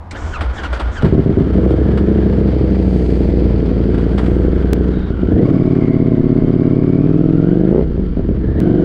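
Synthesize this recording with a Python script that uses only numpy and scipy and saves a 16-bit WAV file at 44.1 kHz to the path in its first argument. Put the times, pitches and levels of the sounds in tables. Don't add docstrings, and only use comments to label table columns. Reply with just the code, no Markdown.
import sys
import numpy as np
from scipy import signal
from scipy.fft import rfft, irfft
from scipy.io import wavfile
from scipy.ndimage import uniform_filter1d, minimum_filter1d

SR = 44100
rng = np.random.default_rng(int(sys.argv[2]) if len(sys.argv) > 2 else 0)


def to_wav(s):
    ch = np.atleast_2d(s).T
    pcm = np.round(np.clip(ch, -1, 1) * 32767)
    wavfile.write(sys.argv[1], SR, pcm.astype(np.int16))


N = 389844
T = np.arange(N) / SR
STARTER_ON_S, STARTER_OFF_S, SPIN_UP_S, CATCH_S = .11, 1.06, .031, 1.032
BOOM_HZ, GEAR_TEETH = 62, 31.5

# f/Hz, level/dB
IDLE_PULSE = [(40, -14), (80, -0.5), (115, 2.5), (160, 1.5), (220, -.5), (280, 0.5), (335, 0.5),
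              (440, -3.5), (560, -12.5), (680, -12.5), (850, -36), (1200, -53), (2500, -59)]
# f/Hz, level/dB
HISS_SPECTRUM = [(4000, -11.5), (6000, 1.5), (7500, -0.5), (9000, -3.5), (11000, -11), (15000, -25)]


def from_db(db):
    return 10 ** (np.asarray(db) / 20)


def in_time(rows):
    return np.interp(T, *np.transpose(rows))


def held(start_s, end_s, edge_s):
    return np.clip((T - start_s) / edge_s, 0, 1) * np.clip(1 - (T - end_s) / edge_s, 0, 1)


def swell(s, half_s):
    return np.exp(-np.minimum(((T - s) / half_s) ** 2, 50))


def dying(s, db, t60, rise_s=.00043):
    rise = np.clip((T - s) / rise_s, 0, 1) ** 2
    return rise * from_db(db - 60 * np.clip(T - s - rise_s, 0, 1) / t60)


def strikes(rows):
    clicks = np.zeros(N)
    for s, db in rows:
        clicks[int(s * SR)] = from_db(db)
    return clicks


def drift(rate_hz):
    knots = rng.standard_normal(N // 10)
    return np.interp(T * rate_hz, np.arange(len(knots)), knots) / np.sqrt(2 / 3)


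def body(x, colour):
    hz, db = np.transpose(colour)
    grid = np.log(np.maximum(np.fft.rfftfreq(8192, 1 / SR), 1))
    beyond = np.maximum(np.log(hz[0]) - grid, 0) + np.maximum(grid - np.log(hz[-1]), 0)
    cepstrum = irfft(np.log(from_db(np.interp(grid, np.log(hz), db) - 20 * beyond)))
    lag = np.arange(len(cepstrum))
    causal = cepstrum * (1 + np.sign(lag)) * (lag < len(lag) / 2)
    return signal.oaconvolve(x, irfft(np.exp(rfft(causal))))[:N]


def noise(colour):
    x = body(rng.standard_normal(N), colour)
    return x / x.std()


def resonance(x, hz, width_hz):
    r = np.exp(-np.pi * width_hz / SR)
    poles = [1, -2 * r * np.cos(2 * np.pi * hz / SR), r * r]
    return signal.lfilter([1, 0, -1], poles, x + 1e-18) * (1 - r * r) / 2


def narrow_noise(hz, width_hz):
    ring = resonance(resonance(rng.standard_normal(N), hz, width_hz), hz, width_hz)
    return ring / ring.std()


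def smeared(x, hz, width_hz):
    r = np.exp(-np.pi * width_hz / SR)
    poles = [1, -2 * r * np.cos(2 * np.pi * hz / SR), r * r]
    return signal.lfilter(poles[::-1], poles, x)


def evened(x, span_s):
    size = max(int(span_s * SR), 2)
    power = uniform_filter1d(uniform_filter1d(x * x, size), size)
    return x / np.sqrt(np.abs(power) + np.mean(x * x) / 1000)


def echoes(x, rows):
    return x + sum(share * np.interp(T - s, T, x, left=0) for s, share in rows)


def scatter(x, t60):
    t = T[:SR // 2]
    tail = rng.standard_normal(len(t)) * from_db(-60 * t / t60) * (t > .005)
    wet = signal.oaconvolve(x, tail)[:N]
    return wet * x.std() / wet.std()


def surroundings(in_open, hum_hz=79, hum_db=-26, traffic_db=-34):
    # f/Hz, level/dB
    air_colour = [(15, 0), (30, 0), (45, 1.5), (70, -8.5), (150, -16), (400, -50.5)]
    # f/Hz, level/dB
    traffic_colour = [(85, 4), (130, -11), (200, -8.5), (400, -20), (900, -13.5), (1500, -25.5),
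                      (2500, -38), (6000, -53)]
    # t/s, level/dB
    forecourt_fade = [(.6, 0), (4.7, -19.5)]
    air_db = -32.5 + 4 * in_open - 4.5 * drift(3)
    hum = from_db(hum_db + 8.5 * drift(17)) * np.sin(2 * np.pi * hum_hz * T + 2.76 * drift(9.8))
    traffic = from_db(traffic_db) * noise(traffic_colour)
    return from_db(in_time(forecourt_fade)) * (hum + traffic) + from_db(air_db) * noise(air_colour)


def rustles():
    # t/s, level/dB, half length/s
    swishes = [(3.046, -59.5, 0.26), (4.27, -62, 0.16)]
    return sum(from_db(db) * swell(s, half) for s, db, half in swishes) * noise(HISS_SPECTRUM)


def squeak(start_s=4.89, length_s=.19, db=-53):
    envelope = held(start_s, start_s + length_s, edge_s=.04)
    return from_db(db) * envelope * narrow_noise(hz=3750, width_hz=350)


def case_ring(x):
    # f/Hz, width/Hz, level/dB
    modes = [(1350, 23, 7), (1556, 98, -1.5), (2870, 48, -0.5), (3150, 65, -3), (3600, 27, -13.5),
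             (4360, 280, -8.5), (4610, 90, -10), (5540, 83, -21), (7250, 65, -22)]
    ring = sum(from_db(db) * resonance(x, hz, width) for hz, width, db in modes)
    ring = body(ring, [(800, 6), (5000, -3.5), (9000, -16)])
    return ring * x.std() / ring.std()


def knocks(ring_db=-13.5):
    # t/s, level/dB, t60/s, rise/s
    hits = [(0.408, -18.5, .14, .001), (.634, -21.5, 0.14, .001), (.728, -21.5, .23, .001),
            (.794, -19, 0.13, 0.004), (1.021, -21, 0.059, .002), (1.045, -24.5, 0.19, 0.0011),
            (1.705, -29, 0.12, .001), (1.973, -24, 0.098, 0.0015), (3.943, -27.5, 0.061, 0.0013),
            (3.978, -31, .23, 0.0016), (4.173, -21, 0.13, 0.0092), (4.258, -28, 0.14, 0.0033)]
    # f/Hz, level/dB
    rattle_colour = [(200, 7), (800, 8.5), (1400, 7), (2000, -1), (2600, -5), (3300, -6), (4500, -12.5),
                     (6000, -31.5), (8200, -22.5), (11000, -43.5), (15000, -51)]
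    # f/Hz, level/dB
    snap_colour = [(1200, -19), (2000, 11), (3000, -4), (4500, 1), (6300, -7), (8500, -8), (12000, -40)]
    # t/s, level/dB
    tick_hits = [(4.733, -3), (8.603, -14.5)]
    white = rng.standard_normal(N)
    bursts = white * sum(dying(*hit) for hit in hits)
    rattles = body(bursts, rattle_colour) / body(white, rattle_colour).std()
    snap = dying(STARTER_ON_S, db=-29.5, t60=.076) * noise(snap_colour)
    ticks = signal.lfilter([1], [1, -.85], strikes(tick_hits))
    return snap + rattles + from_db(ring_db) * case_ring(bursts) + ticks


def starter(free_hz=1993, sag_hz_per_s=7400, strain_s=.022, whirr_s=.048, brush_fade_s=.029):
    # t/s, mesh f/Hz, whine level/dB, run-up/s
    compressions = [(0.356, 1330, -26.5, 0.18), (0.591, 1620, -32, 0.039), (0.657, 1395, -30, 0.015),
                    (0.752, 1460, -35, 0.0083), (0.979, 1560, -30.5, 0.045)]
    # t/s, level/dB, f/Hz, half length/s
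    air_gulps = [(.25, -23, 60, .06), (.485, -12, 60, .042), (.73, -13, 60, .042), (.87, -11, 58, .05)]
    hz = free_hz * (1 - np.exp(-np.maximum(T - STARTER_ON_S, 0) / SPIN_UP_S))
    strain = from_db(-69) + from_db(-37) * swell(STARTER_ON_S + whirr_s, whirr_s / 2)
    brushes = 0
    for s, pitch, db, run_up_s in compressions:
        dragged_hz = np.minimum(hz, pitch - sag_hz_per_s * (T - s))
        hz = np.where(T < s + 2 * strain_s, dragged_hz, hz)
        strain = strain + from_db(db) * swell(s, strain_s)
        brushes = brushes + held(s - run_up_s - brush_fade_s, s, brush_fade_s)
    mesh = 2 * np.pi * np.cumsum(hz) / SR + .6 * drift(400)
    whine = strain * sum(from_db(db + 3 * drift(200)) * np.sin(k * mesh + .5 * drift(700))
                         for k, db in enumerate([5, -6, -17, -25], start=1))
    gulps = sum(from_db(db) * swell(s, half) * np.sin(2 * np.pi * pitch * (T - s))
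                for s, db, pitch, half in air_gulps)
    growl_colour = [(60, 15.5), (130, 4), (210, 9), (300, 8), (600, -17), (1000, -3.5), (2000, -21)]
    growl = from_db(-33 + drift(19.4)) * noise(growl_colour)
    fizz = from_db(-50) * brushes * noise([(3000, -22), (5500, 7), (7600, 5), (8800, -8), (11000, -29)])
    housing = from_db(-42) * narrow_noise(hz=1430, width_hz=80)
    return held(STARTER_ON_S, STARTER_OFF_S, .01) * (whine + growl + fizz + housing) + gulps


def gear_rasp(cycle, width_hz=330):
    # t/s, level/dB
    level = [(5.2, -75.5), (5.5, -59.5), (5.9, -42.5), (6.15, -61.5), (6.95, -50.5), (7.2, -61),
             (7.4, -83)]
    phase = 4 * np.pi * cycle * 2 * GEAR_TEETH
    chatter = drift(width_hz) * np.sin(phase) + drift(width_hz) * np.cos(phase)
    return from_db(in_time(level)) * chatter


def gears(cycle, base_db=-49, cam_order=137, flutter_rad=1.5, flutter_hz=171.6):
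    # t/s, relative level/dB
    level = [(1.5, -9), (1.8, 4.5), (2.25, 5.5), (2.6, -12.5), (3.6, -14.5), (3.95, 0), (5.4, 7.5),
             (5.88, 3.5), (6.15, 3.5), (6.9, 2), (7.4, 7.5), (7.8, -3), (7.9, -6.5), (8.3, -20), (8.45, 6)]
    # f/Hz, level/dB
    radiation = [(700, -8.5), (950, -4.5), (1100, 4.5), (1230, -5.5), (1400, 2), (1700, -0.5), (1900, -3),
                 (2080, 0.5), (2280, -5), (2480, -20.5), (3000, -11.5), (3800, -21.5), (4700, -15),
                 (5300, -21), (6000, -40)]
    crank = 4 * np.pi * cycle + .03 * np.sin(4 * np.pi * cycle)
    tones = sum(np.sin(order * crank + flutter_rad * drift(flutter_hz * np.sqrt(order / GEAR_TEETH)))
                for order in (GEAR_TEETH, 2 * GEAR_TEETH, cam_order))
    bursts_db = 3 * np.cos(2 * np.pi * cycle - 2) + 2 * np.cos(4 * np.pi * cycle - 1) + 2.5 * drift(120)
    return body(tones * from_db(base_db + in_time(level) + bursts_db) * (T > CATCH_S), radiation)


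def valves(cycle, in_open):
    seated = np.diff(np.floor(8 * cycle), prepend=0) * (T > CATCH_S)
    ring = case_ring(seated * rng.uniform(.17, 1, N) * rng.choice([-1, 1], N))
    return from_db(-50.5 - 5 * in_open) * ring / ring.std()


def engine_case(cycle, effort, in_open, cranking_fade_s=.13, road_cut_s=8.6):
    # f/Hz, level/dB
    case_colour = [(400, 10), (800, 6), (1100, 3), (1400, 4.5), (1800, -1), (2200, -2.5), (2650, -10.5),
                   (3150, -7), (3900, -14), (4700, -17), (5800, -26), (8000, -41)]
    # f/Hz, level/dB
    flank_colour = [(400, 12), (800, 8), (1250, -3), (1800, -0.5), (2100, -1), (2400, -2.5), (2750, -8),
                    (3150, -6.5), (3800, -11.5), (4650, -7.5), (5300, -18.5), (5900, -24.5), (8000, -44)]
    cranking = np.exp(-np.maximum(T - STARTER_OFF_S, 0) / cranking_fade_s)
    working = effort * (1 - cranking)
    clatter_db = -35.5 + 2 * working - 6 * in_open + 2.5 * cranking + 2.5 * (T > road_cut_s)
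    hiss_db = -66 + 4.5 * working - 10.5 * in_open
    lean = swell(3.15, half_s=.71)
    clatter = np.sqrt(1 - lean) * noise(case_colour) + np.sqrt(lean) * from_db(.5) * noise(flank_colour)
    throb_db = -.65 * np.cos(4 * np.pi * cycle - 2.5)
    tick_db = -.8 * np.cos(16 * np.pi * cycle)
    beat = from_db(throb_db + tick_db + 1.7 * drift(150))
    beat = beat / np.sqrt(np.mean(beat ** 2)) * held(STARTER_ON_S, T[-1], SPIN_UP_S)
    return beat * (from_db(clatter_db) * clatter + from_db(hiss_db) * noise(HISS_SPECTRUM))


def silencer(clicks):
    return resonance(resonance(clicks, BOOM_HZ, width_hz=16), BOOM_HZ, width_hz=6)


def hard_firings(echo_db=-6, thump_db=-1, boom_db=-14):
    # t/s, level/dB
    hits = [(1.032, -7), (1.046, -1.5), (1.065, -5.5), (1.125, 2), (1.151, -3), (1.18, 0), (1.193, -4),
            (1.261, -1), (1.294, -2), (1.372, 2), (1.407, -2.5), (5.104, -8), (5.233, -4.5), (5.316, -11.5),
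            (7.978, -10.5), (8.171, -8), (8.194, -6.5), (8.29, -7), (8.314, -9.5)]
    pulse_peak = np.abs(body(strikes([(0, 0)]), IDLE_PULSE)).max()
    clicks = -strikes(hits) / pulse_peak
    thump = from_db(thump_db) * body(clicks, [(50, -8), (110, 3.5), (230, 2), (400, -14)])
    bangs = body(clicks, IDLE_PULSE) + thump
    return bangs + from_db(echo_db) * scatter(bangs, t60=.2) + from_db(boom_db) * silencer(clicks)


def firings(cycle, effort, warming, load):
    # four crank angles/deg, four levels/dB, long puff/s, its head start/s
    cylinders = [((14, 93.5, 306, 382), (-9, -1, -10, 0), .0017, .0016), ((14, 93.5, 306, 382),
                 (-9, -2, -9, 0), .0017, .0016), ((18, 93.5, 308, 382), (-8, -3, -5, 0), .0015, .0018)]
    # effort, spread/dB in level and /deg in timing
    unevenness = [(-1, 2.8), (0, 1.1), (.7, .3)]
    spread = np.interp(effort, *np.transpose(unevenness))
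    shares = warming, (1 - warming) * (1 - load), (1 - warming) * load
    puffs = np.zeros(N)
    for k in range(4):
        late_deg, strength = spread * drift(16), from_db(spread * drift(25))
        for share, (angles, dbs, length_s, lead_s) in zip(shares, cylinders):
            opened = np.diff(np.floor(cycle - (angles[k] + late_deg) / 720), prepend=0) > 0
            clicks = opened * (T > CATCH_S) * share * strength * from_db(dbs[k])
            if k % 2 == 0:
                clicks = uniform_filter1d(np.roll(clicks, -int(lead_s * SR)), size=int(length_s * SR))
            puffs += clicks
    return puffs


def idle_bark(clicks, effort, warming, load, starved_puff_s=.0016, island_db=-1):
    starved = np.sqrt(np.clip(-effort, 0, 1))
    soft = uniform_filter1d(clicks, size=int(starved_puff_s * SR))
    bark = body(clicks * (1 - load - starved) + soft * starved, IDLE_PULSE)
    late_burn = smeared(bark * warming, hz=280, width_hz=150)
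    bark = smeared(bark * (1 - warming) + late_burn, hz=400.6, width_hz=245)
    bark = echoes(bark, [(.0254, .15), (.0286, -.14)])
    return bark + from_db(island_db) * scatter(bark, t60=.94)


def load_bark(clicks, rpm, heat_rpm=(2230, 3130), blare_rpm=3650, lot_db=-15):
    # f/Hz, level/dB
    load_pulse = [(50, -7), (90, -8), (135, -4), (175, 1), (230, -4), (290, 0), (370, -5), (460, -10),
                  (550, -24), (660, -25), (790, -42), (1200, -47), (2500, -68), (7000, -105)]
    # f/Hz, level/dB
    blare_pulse = [(60, -2), (110, -7.5), (170, -4.5), (230, -2), (330, 2), (410, 3), (500, -1.5),
                   (600, -15), (720, -25), (850, -20.5), (1050, -32), (1500, -38), (2500, -49.5),
                   (7000, -84.5)]
    pulses = [[(hz * (revs / heat_rpm[0]) ** .25, db) for hz, db in load_pulse] for revs in heat_rpm]
    bark = 0
    for pulse, corner in zip(pulses + [blare_pulse], np.eye(3)):
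        share = np.interp(rpm, [*heat_rpm, blare_rpm], corner)
        bark = bark + body(clicks * share, pulse)
    in_pipes = echoes(bark, [(.01, -.17), (.0242, -.1)])
    return in_pipes + from_db(lot_db) * scatter(bark, t60=.56)


def exhaust(cycle, rpm, effort, warm_s=2.4, idle_rpm=1500):
    # effort, bark level/dB, boom level/dB
    response = [(-0.88, -20.5, -21), (0.055, -11, -13), (0.55, -8.5, -44.5)]
    load = np.clip(effort, 0, 1)
    warming = 1 - held(warm_s, T[-1], .04)
    efforts, *levels = np.transpose(response)
    bark_db, boom_db = [np.interp(effort, efforts, level) for level in levels]
    bark_db -= 2.5 * np.log2(rpm / idle_rpm) * (1 - np.abs(effort))
    boom_db += 16 * load * np.exp(-((rpm - 60 * BOOM_HZ) / 240) ** 2)
    clicks = -firings(cycle, effort, warming, load)
    bark = idle_bark(clicks, effort, warming, load) + load_bark(clicks * load, rpm)
    envelope = np.sqrt(np.abs(uniform_filter1d(bark * bark, size=700)))
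    bark += envelope * noise(IDLE_PULSE) * from_db(-14 - 12 * load)
    rush = from_db(-35.5) * load * narrow_noise(hz=631.4, width_hz=61)
    boom = from_db(boom_db) * evened(silencer(clicks), span_s=.037)
    return rush + from_db(bark_db) * evened(bark, span_s=.83) + boom


def scene(leave_s=4.8):
    # t/s, speed/rpm
    crank_speed = [(1.29, 1055.0), (1.57, 1541.0), (2.04, 1626.0), (2.5, 1574.0), (2.8, 1506.0),
                   (3.0, 1469.0), (3.27, 1456.0), (3.73, 1359.0), (3.95, 1370.0), (4.2, 1441.0),
                   (4.47, 1452.0), (4.98, 1496.0), (5.26, 1238.0), (5.5, 2235.0), (5.6, 2149.0),
                   (5.75, 2173.0), (5.88, 1976.0), (6.05, 2066.0), (6.17, 1933.0), (6.3, 1985.0),
                   (6.6, 2098.0), (6.94, 2178.0), (7.1, 2370.0), (7.25, 2506.0), (7.42, 2639.0),
                   (7.55, 2923.0), (7.69, 3160.0), (7.8, 3882.0), (7.84, 3915.0), (8.0, 2960.0),
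                   (8.17, 2055.0), (8.3, 1982.0), (8.43, 1679.0), (8.59, 1676.0), (8.61, 2893.0)]
    # t/s, effort (-1 starved, 0 idling, 1 pulling)
    engine_effort = [(1.3, -0.85), (1.6, 0.11), (1.8, -0.093), (4.88, -0.24), (5.08, -1), (5.2, -0.66),
                     (5.33, -0.082), (5.45, 0.87), (7.8, 0.89), (7.83, -0.098), (7.85, -0.55), (8.12, -1.1),
                     (8.59, -0.18), (8.61, 0.68)]
    rpm = in_time(crank_speed)
    effort = np.clip(in_time(engine_effort), -1, 1)
    cycle = np.cumsum(rpm) / (120 * SR)
    in_open = held(leave_s, T[-1], edge_s=1.23)
    pipes = exhaust(cycle, rpm, effort) + hard_firings()
    works = engine_case(cycle, effort, in_open) + gears(cycle) + gear_rasp(cycle) + valves(cycle, in_open)
    return (pipes + works + starter() + squeak() + knocks() + rustles() + surroundings(in_open))[None]


def record(dry, ceiling=.92, cutoff_hz=15700):
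    gain = np.minimum(1, ceiling / (np.abs(dry) + 1e-9))
    gain = uniform_filter1d(minimum_filter1d(gain, size=200), size=200)
    return signal.sosfilt(signal.ellip(10, .1, 80, cutoff_hz, fs=SR, output="sos"), dry * gain)


dry = scene()
out = record(dry)
to_wav(out)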